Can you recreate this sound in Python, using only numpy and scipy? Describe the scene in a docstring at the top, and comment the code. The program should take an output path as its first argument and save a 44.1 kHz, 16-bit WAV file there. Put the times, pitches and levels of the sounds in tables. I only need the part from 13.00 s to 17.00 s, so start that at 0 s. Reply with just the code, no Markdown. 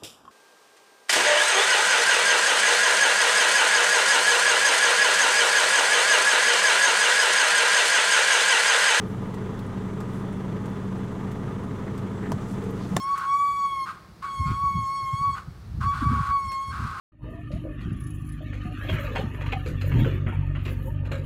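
"""Pickup suspension squealing in a workshop

A pickup's body rises slowly over its wheel in three bursts, with a loud squeal, probably from an air
valve in the suspension. The steady whistle and its overtones break into a hoarse rasp at the start, at
the end and now and then in between, and the suspension ticks twice. One microphone, with a little room
around the squeal; from the second burst on, wind bumps on it over the quiet workshop background."""
import sys
import numpy as np
from scipy import signal
from scipy.fft import rfft, irfft
from scipy.io import wavfile
from scipy.ndimage import uniform_filter1d

SR = 44100
rng = np.random.default_rng(int(sys.argv[2]) if len(sys.argv) > 2 else 0)


def master(y):
    """Save y as 16-bit WAV."""
    cut = np.clip(np.atleast_2d(y).T, -1, 1)
    pcm = np.round(cut * 32767)  # scale
    wavfile.write(sys.argv[1], SR, pcm.astype(np.int16))


N = 176400

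# colour of the workshop background: frequency_hz, density_db
WORKSHOP_SPECTRUM = [(15, -42), (30, -16.5), (55, 2.5), (120, 0), (190, 0), (270, -13.5), (340, -6.5),
                     (450, -14.5), (700, -16.5), (1300, -16), (2000, -23), (3200, -28.5), (4500, -24.5),
                     (7000, -34.5), (15500, -40.5)]

# strength of the hoarse flow, one table per burst: time_s, level_db
HOARSE_FLOW_1 = [(0.0, -63), (0.036, -59), (0.088, -46.5), (0.14, -54), (0.158, -39.5), (0.244, -36.5),
                 (0.404, -82), (0.844, -69), (0.862, -38), (0.9, -35), (0.936, -48), (1.1, -77.5)]
HOARSE_FLOW_2 = [(1.224, -37.5), (1.246, -38.5), (1.424, -72), (1.47, -53), (1.512, -42), (1.682, -72.5),
                 (1.868, -80), (2.25, -59.5), (2.335, -67), (2.354, -41.5), (2.382, -37), (2.5, -83.5)]
HOARSE_FLOW_3 = [(2.808, -36.5), (2.837, -34), (2.897, -57.5), (2.941, -36.5), (3.045, -35.5), (3.067, -52),
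                 (3.099, -37), (3.18, -38), (3.304, -36.5), (3.338, -58.5), (3.687, -67), (3.728, -38),
                 (4.0, -38)]
# spans in which the valve whistles: start_s, end_s, overtone_gain_db
WHISTLE_BURSTS = [(-0.05, 0.863, 0.5), (1.24, 2.364, -1), (2.835, 3.728, -2)]
# pitch of the whistle, one table per burst: time_s, pitch_hz
WHISTLE_PITCH_1 = [(0.02, 1081), (0.106, 1124), (0.246, 1102), (0.396, 1140), (0.624, 1122), (0.724, 1105),
                   (0.86, 1065)]
WHISTLE_PITCH_2 = [(1.25, 1118), (1.354, 1101), (1.433, 1080), (1.542, 1102), (1.638, 1122), (1.823, 1090),
                   (1.879, 1084), (1.958, 1104), (2.096, 1076), (2.25, 1126), (2.345, 1100), (2.36, 1097)]
WHISTLE_PITCH_3 = [(2.841, 1116), (2.89, 1132), (2.97, 1119), (3.06, 1140), (3.18, 1117), (3.269, 1118),
                   (3.34, 1122), (3.43, 1098), (3.519, 1079), (3.582, 1083), (3.65, 1097), (3.72, 1086)]
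# the whistle's fundamental, one table per burst: time_s, level_db
WHISTLE_LEVEL_1 = [(0.0, -35.5), (0.046, -28), (0.145, -21.5), (0.162, -35.5), (0.24, -28.5), (0.352, -19),
                   (0.385, -29), (0.404, -21.5), (0.506, -24.5), (0.54, -30.5), (0.656, -21.5),
                   (0.698, -32.5), (0.735, -25), (0.758, -31), (0.775, -26), (0.824, -27), (0.86, -35)]
WHISTLE_LEVEL_2 = [(1.23, -37), (1.248, -31), (1.38, -32.5), (1.418, -27), (1.56, -31), (1.672, -20.5),
                   (1.738, -31.5), (1.771, -26.5), (2.197, -29), (2.242, -22), (2.3, -22.5), (2.315, -29.5),
                   (2.322, -45.5), (2.332, -29), (2.36, -32)]
WHISTLE_LEVEL_3 = [(2.82, -29), (2.86, -24), (2.9, -23.5), (2.987, -38), (3.072, -24.5), (3.12, -34),
                   (3.144, -25), (3.262, -33), (3.316, -22), (3.366, -20.5), (3.404, -28.5), (3.528, -31.5),
                   (3.557, -27.5), (3.72, -34)]
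# overtones at both ends of the pitch range: multiple, low_pitch_level_db, high_pitch_level_db
WHISTLE_OVERTONES = [(2, -48, -46.5), (3, -56.5, -53.5), (4, -54.5, -56.5), (5, -61, -66),
                     (6, -62.5, -60.5), (7, -62, -65.5), (8, -63.5, -65), (9, -64, -71.5), (10, -73.5, -70),
                     (11, -73.5, -71.5), (12, -73.5, -78.5), (13, -80.5, -78), (14, -76, -84.5)]
# bright flares of the whistle: centre_s
FLARES_S = [0.02, 0.33, 1.98, 2.88, 3.529]

# resonances of the valve in the rasp: pitch_hz, width_hz, gain_db
VALVE_MODES = [(816, 16, -11), (930, 16, -17.5), (1070, 126, 4), (1283, 57, 4), (1435, 52, 0.5),
               (1574, 65, -3)]
# air that drives them, hiss with the rasp, thin leak with the whistle: frequency_hz, density_db
FLOW_SPECTRUM = [(500, -26), (800, -10.0), (1100, 15), (1550, 4), (1900, -2), (4000, -42)]
HISS_SPECTRUM = [(500, -5.5), (1000, 5.5), (1700, 9), (2300, 5), (3200, -0.5), (4400, -0.5), (6000, -8.5),
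                 (9000, -9.5), (12000, -18.5), (15500, -21)]
LEAK_SPECTRUM = [(1500, -13), (4500, -14.5), (9000, -10.5), (15500, -25)]

# sharp ticks from the suspension: start_s, level_db
SUSPENSION_TICKS = [(0.178, -43), (3.518, -46)]
# colour of a tick: frequency_hz, density_db
TICK_SPECTRUM = [(1500, 15.5), (4500, 3), (9000, 7), (15500, -4.5)]

# wind at the microphone: time_s, strength_db
WIND_GUSTS = [(1.33, -64), (1.41, -26), (1.44, -38), (1.52, -26), (1.59, -45), (1.635, -37), (1.73, -39.5),
              (1.78, -28), (1.84, -39.5), (1.89, -49), (1.99, -56), (2.04, -41), (2.1, -54), (2.19, -51),
              (2.215, -29), (2.245, -51), (2.28, -30), (2.42, -58.5), (2.48, -35), (2.56, -49), (2.64, -41),
              (2.79, -30), (2.89, -30), (2.94, -37.5), (3.01, -33), (3.08, -26), (3.22, -29), (3.26, -43),
              (3.29, -34), (3.4, -51), (3.48, -34), (3.53, -52.5), (3.65, -62), (3.68, -38), (3.82, -32),
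              (3.96, -48.5), (4.0, -52)]
# its rumble, and what the hardest gusts add: frequency_hz, density_db
WIND_SPECTRUM = [(25, -37), (45, -3), (70, 4), (110, 1), (160, -8), (250, -17), (400, -51.5), (4000, -73)]
HARD_GUST_SPECTRUM = [(100, -36), (210, 13.5), (330, -0.5), (500, -12), (900, -44), (4000, -83)]
# single eddies that knock on the microphone: centre_s, peak_db, pitch_hz
MIC_BUFFETS = [(1.404, -24, 100), (1.465, -20.5, 146), (1.513, -18.5, 127), (1.76, -20, 158),
               (2.141, -19.5, 116), (2.813, -17, 99), (2.866, -20.5, 101), (3.028, -22, 265),
               (3.069, -13.5, 126), (3.102, -14.5, 96), (3.122, -20, 230), (3.21, -20, 149)]


def from_db(db):
    """Decibels to gain."""
    return 10 ** (np.asarray(db) / 20)


def rms_one(x):
    """Scale to rms 1."""
    return x / np.sqrt(np.mean(x ** 2) + 1e-20)


def seconds():
    """Time of every sample."""
    return np.arange(N) / SR


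def in_time(rows):
    """Join (time_s, value) rows by straight lines."""
    return np.interp(seconds(), *np.transpose(rows))


def drift(rate_hz):
    """Smooth random wander with a spread of 1."""
    step, settling = 20, 2000
    pole = np.exp(-2 * np.pi * step * rate_hz / SR)
    white = rng.standard_normal(N // step + settling + 2)
    slow = signal.lfilter([1], [1, -2 * pole, pole * pole], white)[settling:]
    return np.interp(np.arange(N) / step, np.arange(len(slow)), rms_one(slow))


def noise(spectrum):
    """Noise of rms 1, coloured by (frequency_hz, density_db) rows."""
    hz, db = np.transpose(spectrum)
    bins_hz = np.maximum(np.arange(N // 2 + 1) * SR / N, 1)
    colour = from_db(np.interp(np.log(bins_hz), np.log(hz), db))
    return rms_one(irfft(rfft(rng.standard_normal(N)) * colour, N))


def resonate(x, hz, width_hz):
    """Two-pole resonance."""
    radius = np.exp(-np.pi * width_hz / SR)
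    return signal.lfilter([1, 0, -1], [1, -2 * radius * np.cos(2 * np.pi * hz / SR), radius ** 2], x)


def even_out(x):
    """Take most of the short swings out of a sound's level; rms 1."""
    power = uniform_filter1d(rms_one(x) ** 2, size=400)
    return rms_one(x / np.sqrt(power + .1))


def in_room(x, wet_db, t60_s=0.62):
    """The direct sound at the microphone, plus the workshop's diffuse tail."""
    t = np.arange(SR) / SR
    tail = rng.standard_normal(SR) * from_db(-60 * t / t60_s)
    return x + from_db(wet_db) * signal.fftconvolve(x, tail / np.linalg.norm(tail))[:N]


def workshop(level_db=-49):
    """Quiet, steady room tone, mostly bass."""
    return from_db(level_db) * noise(WORKSHOP_SPECTRUM)


def hoarse_flow_db(opening_s=.007):
    """Level of the valve's hoarse flow; each burst opens within a few milliseconds."""
    t, gain = seconds(), 1e-5
    for rows in (HOARSE_FLOW_1, HOARSE_FLOW_2, HOARSE_FLOW_3):
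        start, end = rows[0][0], rows[-1][0]
        opened = np.clip((t - start) / opening_s + .5, 0, 1) * (t <= end)
        gain = gain + opened * from_db(in_time(rows))
    return 20 * np.log10(gain)


def gate(start, end, attack_s=0.0037, release_s=0.012):
    """Attack, hold and release of one burst."""
    t = seconds()
    return np.clip((t - start) / attack_s, 0, 1) * np.clip((end - t) / release_s, 0, 1)


def whistling():
    """1 while the valve whistles, 0 in the pauses."""
    return sum(gate(start, end) for start, end, _ in WHISTLE_BURSTS)


def whistle(flow_db, break_db=-43, flutter_hz=164):
    """The valve sings one tone; hoarse flow above break_db shakes its pitch and makes it chatter."""
    flutter = flutter_amount()
    hoarse = (1 - flutter) / (1 + from_db(2 * (break_db - flow_db)))
    jitter = 0.0016 * drift(108) + 0.0135 * hoarse * drift(181)
    pitch_hz = in_time(WHISTLE_PITCH_1 + WHISTLE_PITCH_2 + WHISTLE_PITCH_3)
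    # the flutter swings phase and level together
    beat = 2 * np.pi * np.cumsum(flutter_hz * (1 + 0.027 * drift(30))) / SR
    swing_rad = 0.3 * flutter * (np.sin(beat) + .5 * np.sin(2 * beat))
    throb = 1 + 0.23 * flutter * (np.cos(beat) + .5 * np.cos(2 * beat))
    phase = 2 * np.pi * np.cumsum(pitch_hz * (1 + jitter)) / SR + swing_rad
    level_db = in_time(WHISTLE_LEVEL_1 + WHISTLE_LEVEL_2 + WHISTLE_LEVEL_3)
    chatter_db = 2.2 * hoarse * (drift(70) - .5)
    fundamental = whistling() * from_db(level_db + chatter_db) * np.sin(phase)
    upper = overtones(phase, pitch_hz, hoarse)
    return np.sqrt(2) * (in_room(throb * fundamental, wet_db=-15.5) + in_room(throb * upper, wet_db=-10))


def overtones(phase, pitch_hz, hoarse, low_hz=1082, high_hz=1130):
    """The whistle's overtones shift in balance with pitch; hoarse flow wipes out the highest most."""
    bursts = sum(gate(start, end) * from_db(db) for start, end, db in WHISTLE_BURSTS)
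    height = np.clip((pitch_hz - low_hz) / (high_hz - low_hz), 0, 1)
    sound = 0
    for multiple, low_db, high_db in WHISTLE_OVERTONES:
        level_db = (1 - height) * low_db + height * high_db + flare_db(multiple)
        loss_db = hoarse * (6 + 1.2 * multiple)
        sound = sound + bursts * from_db(level_db - loss_db) * waver() * np.sin(multiple * phase)
    return sound


def flare_db(multiple, boost_db=7.5, half_s=.05):
    """Now and then the fourth and fifth harmonics flare up together."""
    flaring = sum(np.exp(-((seconds() - centre) / half_s) ** 2) for centre in FLARES_S)
    return boost_db * flaring * (multiple in (4, 5))


def waver(swell_depth=.28, flicker_db=2.4):
    """Gain of one overtone, which swells, drops out abruptly and flickers on its own; rms about 1."""
    swell = np.hypot(1 + swell_depth * drift(6), swell_depth * drift(6) / 2)
    dropouts = np.tanh((1 - drift(5)) / .35)
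    return rms_one(swell * dropouts) * from_db(flicker_db * drift(32))


def rasp(flow_db, full_flow_db=-38, sputter_db=1):
    """Sputtering air rings the valve's resonances and hisses above them."""
    sputter = rms_one(from_db(sputter_db * drift(110)))
    flow = sputter * noise(FLOW_SPECTRUM)
    ringing = sum((-1) ** k * from_db(db) * rms_one(resonate(flow, hz, width_hz))
                  for k, (hz, width_hz, db) in enumerate(VALVE_MODES))
    ringing_db = flow_db + 2.5 - 8.2 * flutter_amount()
    hiss_db = -47 + 0.74 * (flow_db - full_flow_db)   # swings less than the flow
    hiss = sputter * noise(HISS_SPECTRUM) * from_db(hiss_db)
    return in_room(even_out(ringing) * from_db(ringing_db), wet_db=-11.5) + hiss


def leak(level_db=-66):
    """A thin hiss of air while the valve whistles."""
    return noise(LEAK_SPECTRUM) * from_db(level_db) * whistling()


def ticks(crack_s=.004, t60_s=0.17):
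    """Bright snaps from the suspension: a crack and a short tail."""
    t, envelope = seconds(), 0
    for start, db in SUSPENSION_TICKS:
        age = np.abs(t - start)
        decay = np.exp(-age / crack_s) + from_db(-60 * age / t60_s)
        envelope = envelope + (t >= start) * from_db(db) * decay
    return envelope * noise(TICK_SPECTRUM)


def wind(lump_db=2.2, full_gust_db=-22):
    """Lumpy low rumble right on the microphone; the hardest gusts reach higher in pitch."""
    gust_db = in_time(WIND_GUSTS) + lump_db * (drift(25) - .5)
    eddies = noise(WIND_SPECTRUM)
    eddies = eddies / np.sqrt(uniform_filter1d(eddies ** 2, size=1500))   # the gusts alone set the level
    rumble = eddies * from_db(gust_db + 2)
    hard_gusts = noise(HARD_GUST_SPECTRUM) * from_db(-22 + 2.66 * (gust_db - full_gust_db))
    blowing = seconds() >= WIND_GUSTS[0][0]
    return blowing * (rumble + hard_gusts)


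def buffets(half_s=.008, slowing_s=.06):
    """Single eddies slap the microphone: a swing or two of pressure that slows as it passes."""
    sound = 0
    for centre, db, hz in MIC_BUFFETS:
        t = np.clip(seconds() - centre, -.05, .05)
        cycles = hz * slowing_s * (1 - np.exp(-t / slowing_s)) + rng.random()
        envelope = from_db(db) * np.exp(-(t / half_s) ** 2)
        sound = sound + envelope * np.sin(2 * np.pi * cycles)
    return sound


def flutter_amount(centre_s=1.502, half_s=0.042):
    """Rises to 1 while the whistle flutters briefly in the second burst."""
    return np.exp(-((seconds() - centre_s) / half_s) ** 4)


def scene():
    """Valve, ticks, wind and workshop at one microphone."""
    flow_db = hoarse_flow_db()
    valve = whistle(flow_db) + rasp(flow_db) + leak()
    return (valve + ticks() + wind() + buffets() + workshop())[None]


def record(dry, low_cut_hz=28.5, high_cut_hz=15750):
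    """The microphone drops the deepest bass; the top is cut steeply."""
    low_cut = signal.butter(4, low_cut_hz, "high", fs=SR, output="sos")
    high_cut = signal.ellip(12, .1, 80, high_cut_hz, fs=SR, output="sos")
    return signal.sosfilt(high_cut, signal.sosfilt(low_cut, dry))


dry = scene()
out = record(dry)
master(out)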